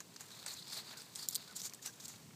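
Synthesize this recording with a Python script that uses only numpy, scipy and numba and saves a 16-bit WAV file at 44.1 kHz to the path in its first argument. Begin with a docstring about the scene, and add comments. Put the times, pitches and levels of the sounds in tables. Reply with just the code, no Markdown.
"""Dry leaves drag and crinkle in swells as a small animal pushes through a garden bed at dusk,
close to a hand-held phone: swarms of short fading sines follow level tracks.
Snaps are showers of such grains behind a crack; scuffs are grains that swell and fade.
The animal squeaks softly (gliding sines); distant hum and hiss (filtered noise) lie under it all."""
import sys
import numpy as np
from scipy import signal
from scipy.fft import rfft, irfft
from scipy.io import wavfile
from numba import njit

SR = 44100
rng = np.random.default_rng(int(sys.argv[2]) if len(sys.argv) > 2 else 0)


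def pcm_store(signal):
    """Save signal as 16-bit PCM."""
    levels = np.round(np.clip(np.atleast_2d(signal), -1, 1) * 32767)
    wavfile.write(sys.argv[1], SR, levels.astype(np.int16).T)


def to_linear_factor(level_db):
    """Convert decibel levels (scalar or array-like) to linear amplitude factors."""
    exponent = np.asarray(level_db, float) / 20
    return 10 ** exponent


N = 103635  # samples
DULL_HZ, DULL_OCTAVES = 1580, 0.75  # centre and pitch spread of dull grains


@njit
def ring(start, hz, t60_s, size):
    """Sums grains, each one sine decaying by 60 dB in t60_s."""
    out = np.zeros(N)
    for k in range(len(start)):
        turn = np.exp(2j * np.pi * hz[k] / SR - np.log(1000.) / (t60_s[k] * SR))
        z = size[k] + 0j
        for i in range(max(start[k], 0), min(N, start[k] + int(t60_s[k] * SR) + 2)):
            out[i] += z.imag
            z *= turn
    return out


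def grains(at_s, level_db, centre_hz, octaves, cycles, scatter_db, draw):
    """Grains ring for a set number of cycles; pitch scatters, size has a long tail of loud ones."""
    hz = np.clip(centre_hz * 2 ** (octaves * draw[..., 0]), 300, 16500)
    tail_db = np.minimum(scatter_db * (draw[..., 1] ** 2 + draw[..., 2] ** 2 - 2) / 2, 8.0)
    size = to_linear_factor(level_db + tail_db) * np.sign(draw[..., 1])
    start = (at_s * SR).astype(np.int64)
    return ring(start.ravel(), hz.ravel(), (cycles / hz).ravel(), size.ravel())


def colour(x, points):
    """Zero-phase filter through (hz, gain_db) points, straight on a log-frequency axis."""
    f = np.arange(N // 2 + 1) * SR / N + 1
    hz, gain_db = np.array(points).T
    return irfft(rfft(x) * to_linear_factor(np.interp(np.log(f), np.log(hz), gain_db)), N)


def flutter(at_s, rate_hz):
    """Random level: normal draws of unit spread at rate_hz, joined by straight lines."""
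    steps = rng.standard_normal(size=400)
    return np.interp(at_s * rate_hz, np.arange(len(steps)), steps)


def rustle(count=9000):
    """Dragged leaves: three grain swarms share a slow and a quick flutter; each adds its own."""
    # time_s, hollow_db (crinkle near 4.5 kHz), crisp_db (treble), dull_db (shuffle); before trims
    drag = np.array([(0.0, -73, -88, -70), (0.23, -63, -50.5, -59.5), (0.37, -57, -56, -59),
                     (0.56, -50.5, -50.5, -58), (0.67, -49.5, -56, -60.5), (0.9, -49, -53, -53.5),
                     (0.955, -55.5, -64, -59), (1.12, -61.5, -55.5, -62.5), (1.34, -51.5, -55, -62),
                     (1.48, -52.5, -54.5, -59), (1.6, -67, -63, -58.5), (1.82, -100, -64, -70.5),
                     (2.05, -55.5, -50, -58), (2.21, -74, -59, -64), (2.35, -85, -83, -66)]).T
    at_s = rng.random((3, count)) * N / SR
    shared_db = flutter(at_s, 44.57) * 1.16 + flutter(at_s, 150) * 3.6
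    level_db = []
    for k, share in enumerate((1, 1, .5)):
        track_db = np.interp(at_s[k], drag[0], drag[k + 1])
        level_db.append(track_db + share * shared_db[k] + 2.6 * flutter(at_s[k], 120))
    draw = rng.standard_normal((3, count, 3))
    hollow = grains(at_s[0], level_db[0] - 4.0, 4440, 0.13, 19.7, 1.6, draw[0])
    crisp = grains(at_s[1], level_db[1], 8000, 0.61, 11.6, 1.0, draw[1])
    dull = grains(at_s[2], level_db[2] - 3.0, DULL_HZ, DULL_OCTAVES, 6.1, 1.4, draw[2])
    return np.array([hollow + crisp, dull])


def air():
    """Steady distant hiss and a low hum of slowly changing level, both shaped from white noise."""
    # hiss spectrum: hz, relative_db (per Hz)
    hiss_points = [(40, -39), (101, -5), (151, -6), (454, -6), (528, -12), (1040, -13), (1370, -22.5),
                   (2980, -17), (4500, -15), (8000, -15.5), (10200, -24), (14400, -22)]
    # hum level: time_s, level_db (before a 4 dB cut)
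    hum_track = np.array([(0.0, -63.5), (0.69, -61), (0.9, -63.5), (1.61, -60.5), (1.81, -65),
                          (2.35, -54.5)]).T
    hum_hz, hum_octaves, hiss_rms_db = 151.4, 0.57, -61
    hiss = colour(rng.standard_normal(N), hiss_points)
    f = np.arange(N // 2 + 1) * SR / N + 1
    band = np.exp(-(np.log2(f / hum_hz) / hum_octaves) ** 2 / 2)
    hum = irfft(rfft(rng.standard_normal(N)) * band, N)
    swell = to_linear_factor(np.interp(np.arange(N) / SR, *hum_track) - 4.0)
    return hiss / hiss.std() * to_linear_factor(hiss_rms_db) + hum / hum.std() * swell


def bursts(at_s, level_db, leaf_hz, dull_db, tilt_db, draw):
    """Grain bursts: 1/3 near the leaf's pitch, 1/2 spread wide (more if bright), 1/6 dull."""
    kind = np.arange(at_s.shape[1]) % 6
    own, wide, low = kind < 2, (kind > 1) & (kind < 5), kind == 5
    leaf_hz = leaf_hz + 0 * at_s  # one pitch per grain
    pitch = draw[..., 0]
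    bright_db = 2.4 * np.log2(leaf_hz / 6000)
    slope_db = tilt_db * np.clip(pitch, -.3, 1.5) + 2.6 * np.minimum(pitch + 0.99, 0)
    wide_db = level_db + 3.0 + bright_db + slope_db
    low_db = level_db + dull_db + 5.5
    leaf = grains(at_s[:, own], level_db[:, own] - 2.5, leaf_hz[:, own], 0.053, 33.3, 0.62, draw[:, own])
    spread = grains(at_s[:, wide], wide_db[:, wide], 7930, 0.58, 9.9, 1.3, draw[:, wide])
    dull = grains(at_s[:, low], low_db[:, low], DULL_HZ, DULL_OCTAVES, 5.44, 1.7, draw[:, low])
    return np.array([leaf + spread, dull])


def snaps(count=120):
    """Sudden snaps: a sharp crack, then a shower of grains that thins and fades."""
    # start_s (before the lag), level_db (nominal), centre_hz, t60_s,
    # dull_db (relative), tilt_db (towards the top treble)
    snap_rows = np.array([(.0034, -45, 6840, 0.069, -4.5, -5.5), (0.1612, -46.5, 6240, 0.049, -8.5, -20),
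                          (0.2073, -43.5, 6800, .09, -7, -5), (0.4269, -46, 3700, 0.025, -6, 0),
                          (0.4618, -39, 8500, 0.06, -5.5, -17), (0.699, -42, 4500, 0.023, -13, -10),
                          (0.743, -44, 8950, 0.034, -29, 1), (1.0181, -46, 8340, 0.026, -8, -4),
                          (1.152, -38.5, 8800, 0.0096, -33, 5), (1.1568, -38, 8300, 0.04, -24, -8),
                          (1.2859, -28.5, 7000, 0.028, -41, 6.5), (1.2984, -47, 3980, 0.024, -25, 11),
                          (1.3086, -42, 7260, 0.035, -24, 7), (1.3462, -32.5, 7850, 0.013, -37, 6),
                          (1.353, -27, 8900, 0.016, -37, -2), (1.3574, -29.5, 4600, 0.035, -30, 7.5),
                          (1.6159, -37, 5970, 0.027, -19, -5), (1.638, -43, 6250, 0.011, -20, 0.5),
                          (1.6955, -47.5, 6260, 0.041, -33, -1), (1.7243, -62, 4660, 0.039, 7, -3),
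                          (1.7354, -40.5, 6600, 0.024, -12, 1.5), (1.7454, -45, 8150, 0.033, -32, 4.5),
                          (1.86, -35.5, 7800, .04, -17, 2), (1.9988, -52.5, 7190, 0.03, -2.5, -1),
                          (2.0804, -43, 7760, 0.049, -20, 4)])
    lag_s = .0008
    start_s, level_db, hz, t60_s, dull_db, tilt_db = snap_rows.T[:, :, None]
    draw = rng.standard_normal((len(start_s), count, 3))
    late = np.linspace(0, 1, count) ** 1.6 * 0.58  # in t60s
    late_s = late * np.abs(t60_s)
    crack_db = 3 * np.exp(-late_s / .0005)
    dense_db = 10 * np.log10(np.abs(t60_s) / 0.04)  # evens out grain density
    grain_db = level_db + dense_db - 60 * late + crack_db
    return bursts(start_s + lag_s + late_s, grain_db, hz, dull_db, tilt_db, draw)


def scuffs(count=360):
    """Grains under a tent-shaped dB level that stutters; the leaf's pitch wanders as it bends."""
    # top_s, level_db (nominal), centre_hz, rise_s, fall_s, dull_db (relative)
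    scuff_rows = np.array([(0.315, -48.5, 3880, 0.004, 0.069, -14), (0.391, -48.5, 3870, 0.002, 0.03, -33),
                           (0.479, -41.5, 4230, 0.0078, 0.094, -11), (0.54, -43, 6500, 0.031, 0.011, -17),
                           (0.589, -45.5, 4130, 0.023, 0.032, -28), (.73, -41, 4950, 0.053, 0.06, -15),
                           (0.779, -39, 4400, 0.061, 0.045, -12.5), (0.879, -52, 4500, 0.031, 0.091, -28),
                           (0.971, -44.5, 5160, 0.0019, 0.092, -18),
                           (1.164, -45.5, 6800, 0.006, 0.045, -13),
                           (1.192, -40.5, 4800, 0.0092, 0.049, -14.5),
                           (1.228, -39, 4820, 0.015, 0.043, -16.5), (1.33, -41, 5160, 0.012, 0.029, -20),
                           (1.565, -36.5, 7200, 0.014, 0.022, -24), (1.601, -41.5, 5800, 0.035, 0.039, -24),
                           (1.657, -35, 6700, 0.04, 0.03, -17.5), (1.827, -46.5, 7200, 0.012, 0.049, -13.5),
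                           (1.86, -37.5, 5960, 0.021, 0.051, -9.5), (2.001, -49, 6050, 0.0028, 0.1, -34),
                           (2.057, -40, 6950, 0.017, 0.0096, -26), (2.088, -48.5, 6340, 0.0098, 0.098, -15)])
    top_s, level_db, hz, rise_s, fall_s, dull_db = scuff_rows.T[:, :, None]
    draw = rng.standard_normal((len(top_s), count, 3))
    from_top_s = -rise_s + (rise_s + fall_s) * np.linspace(0, 1, count)
    at_s = top_s + from_top_s
    sparse_db = 10 * np.log10((rise_s + fall_s) / 0.049)  # evens out grain density
    stutter_db = 1.64 * flutter(at_s, 160)
    bend = 2 ** (0.081 * flutter(at_s, 90))
    tent_db = -18 * np.maximum(-from_top_s / rise_s, from_top_s / fall_s)
    return bursts(at_s, level_db + sparse_db + stutter_db + tent_db, hz * bend, dull_db, 0, draw)


def squeaks():
    """A near sine that climbs, holds, drops fast and is loudest late."""
    # start_s, length_s, top_hz, level_db (before flutter), arch (pitch depth, 0-1)
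    squeak_rows = [(.947, .053, 1545, -58, .28), (1.472, .055, 1490, -55, .3),
                   (1.79, .009, 1800, -59.5, .05), (1.881, .018, 1610, -54, .05)]
    swell_db_per_s = 220
    top_at, drop_at, drop_share = .4, .76, .7  # fractions of length; share of arch
    out = np.zeros(N)
    for start_s, length_s, top_hz, level_db, arch in squeak_rows:
        u = np.arange(int(length_s * SR)) / (length_s * SR)
        climb = np.maximum(1 - u / top_at, 0) ** 1.5
        drop = drop_share * np.maximum(u - drop_at, 0) / (1 - drop_at)
        hz = top_hz * (1 - arch * (climb + drop))
        swell_db = -swell_db_per_s * length_s * np.maximum(.75 - u, 0)
        now_db = level_db + swell_db + 2.0 * flutter(start_s + u * length_s, 130)
        tone = np.sin(2 * np.pi * np.cumsum(hz) / SR)
        i = int(start_s * SR)
        out[i:i + len(u)] += to_linear_factor(now_db) * np.sin(np.pi * u) ** 0.3 * tone
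    return out


def scene():
    """Leaves as coloured by the ground and the phone, squeaks and air."""
    # colour of crisp grains: hz, gain_db
    crisp_points = [(2600, -18), (3400, -1.5), (3900, -0.3), (4500, -0.5), (5400, -4), (7500, 1),
                    (10600, -5), (13000, 0.5), (15000, -1)]
    # colour of dull grains: hz, gain_db
    dull_points = [(150, -23), (600, -5), (1800, 1.5), (2800, 5), (4400, -8)]
    crisp, dull = rustle() + snaps() + scuffs()
    leaves = colour(crisp, crisp_points) + colour(dull, dull_points)
    return (leaves + squeaks() + air())[None]


def top_cut(x):
    """Nothing passes above the cut-off."""
    return signal.sosfilt(signal.butter(12, 16090, fs=SR, output="sos"), x)


def record(dry):
    """The phone cuts the top above 15250 Hz and the bass below 70 Hz."""
    low_pass = signal.ellip(6, .5, 28, 15250, fs=SR, output="sos")
    high_pass = signal.butter(2, 70, "high", fs=SR, output="sos")
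    mix = signal.sosfilt(high_pass, signal.sosfilt(low_pass, dry))
    return top_cut(mix)


dry = scene()
out = record(dry)
pcm_store(out)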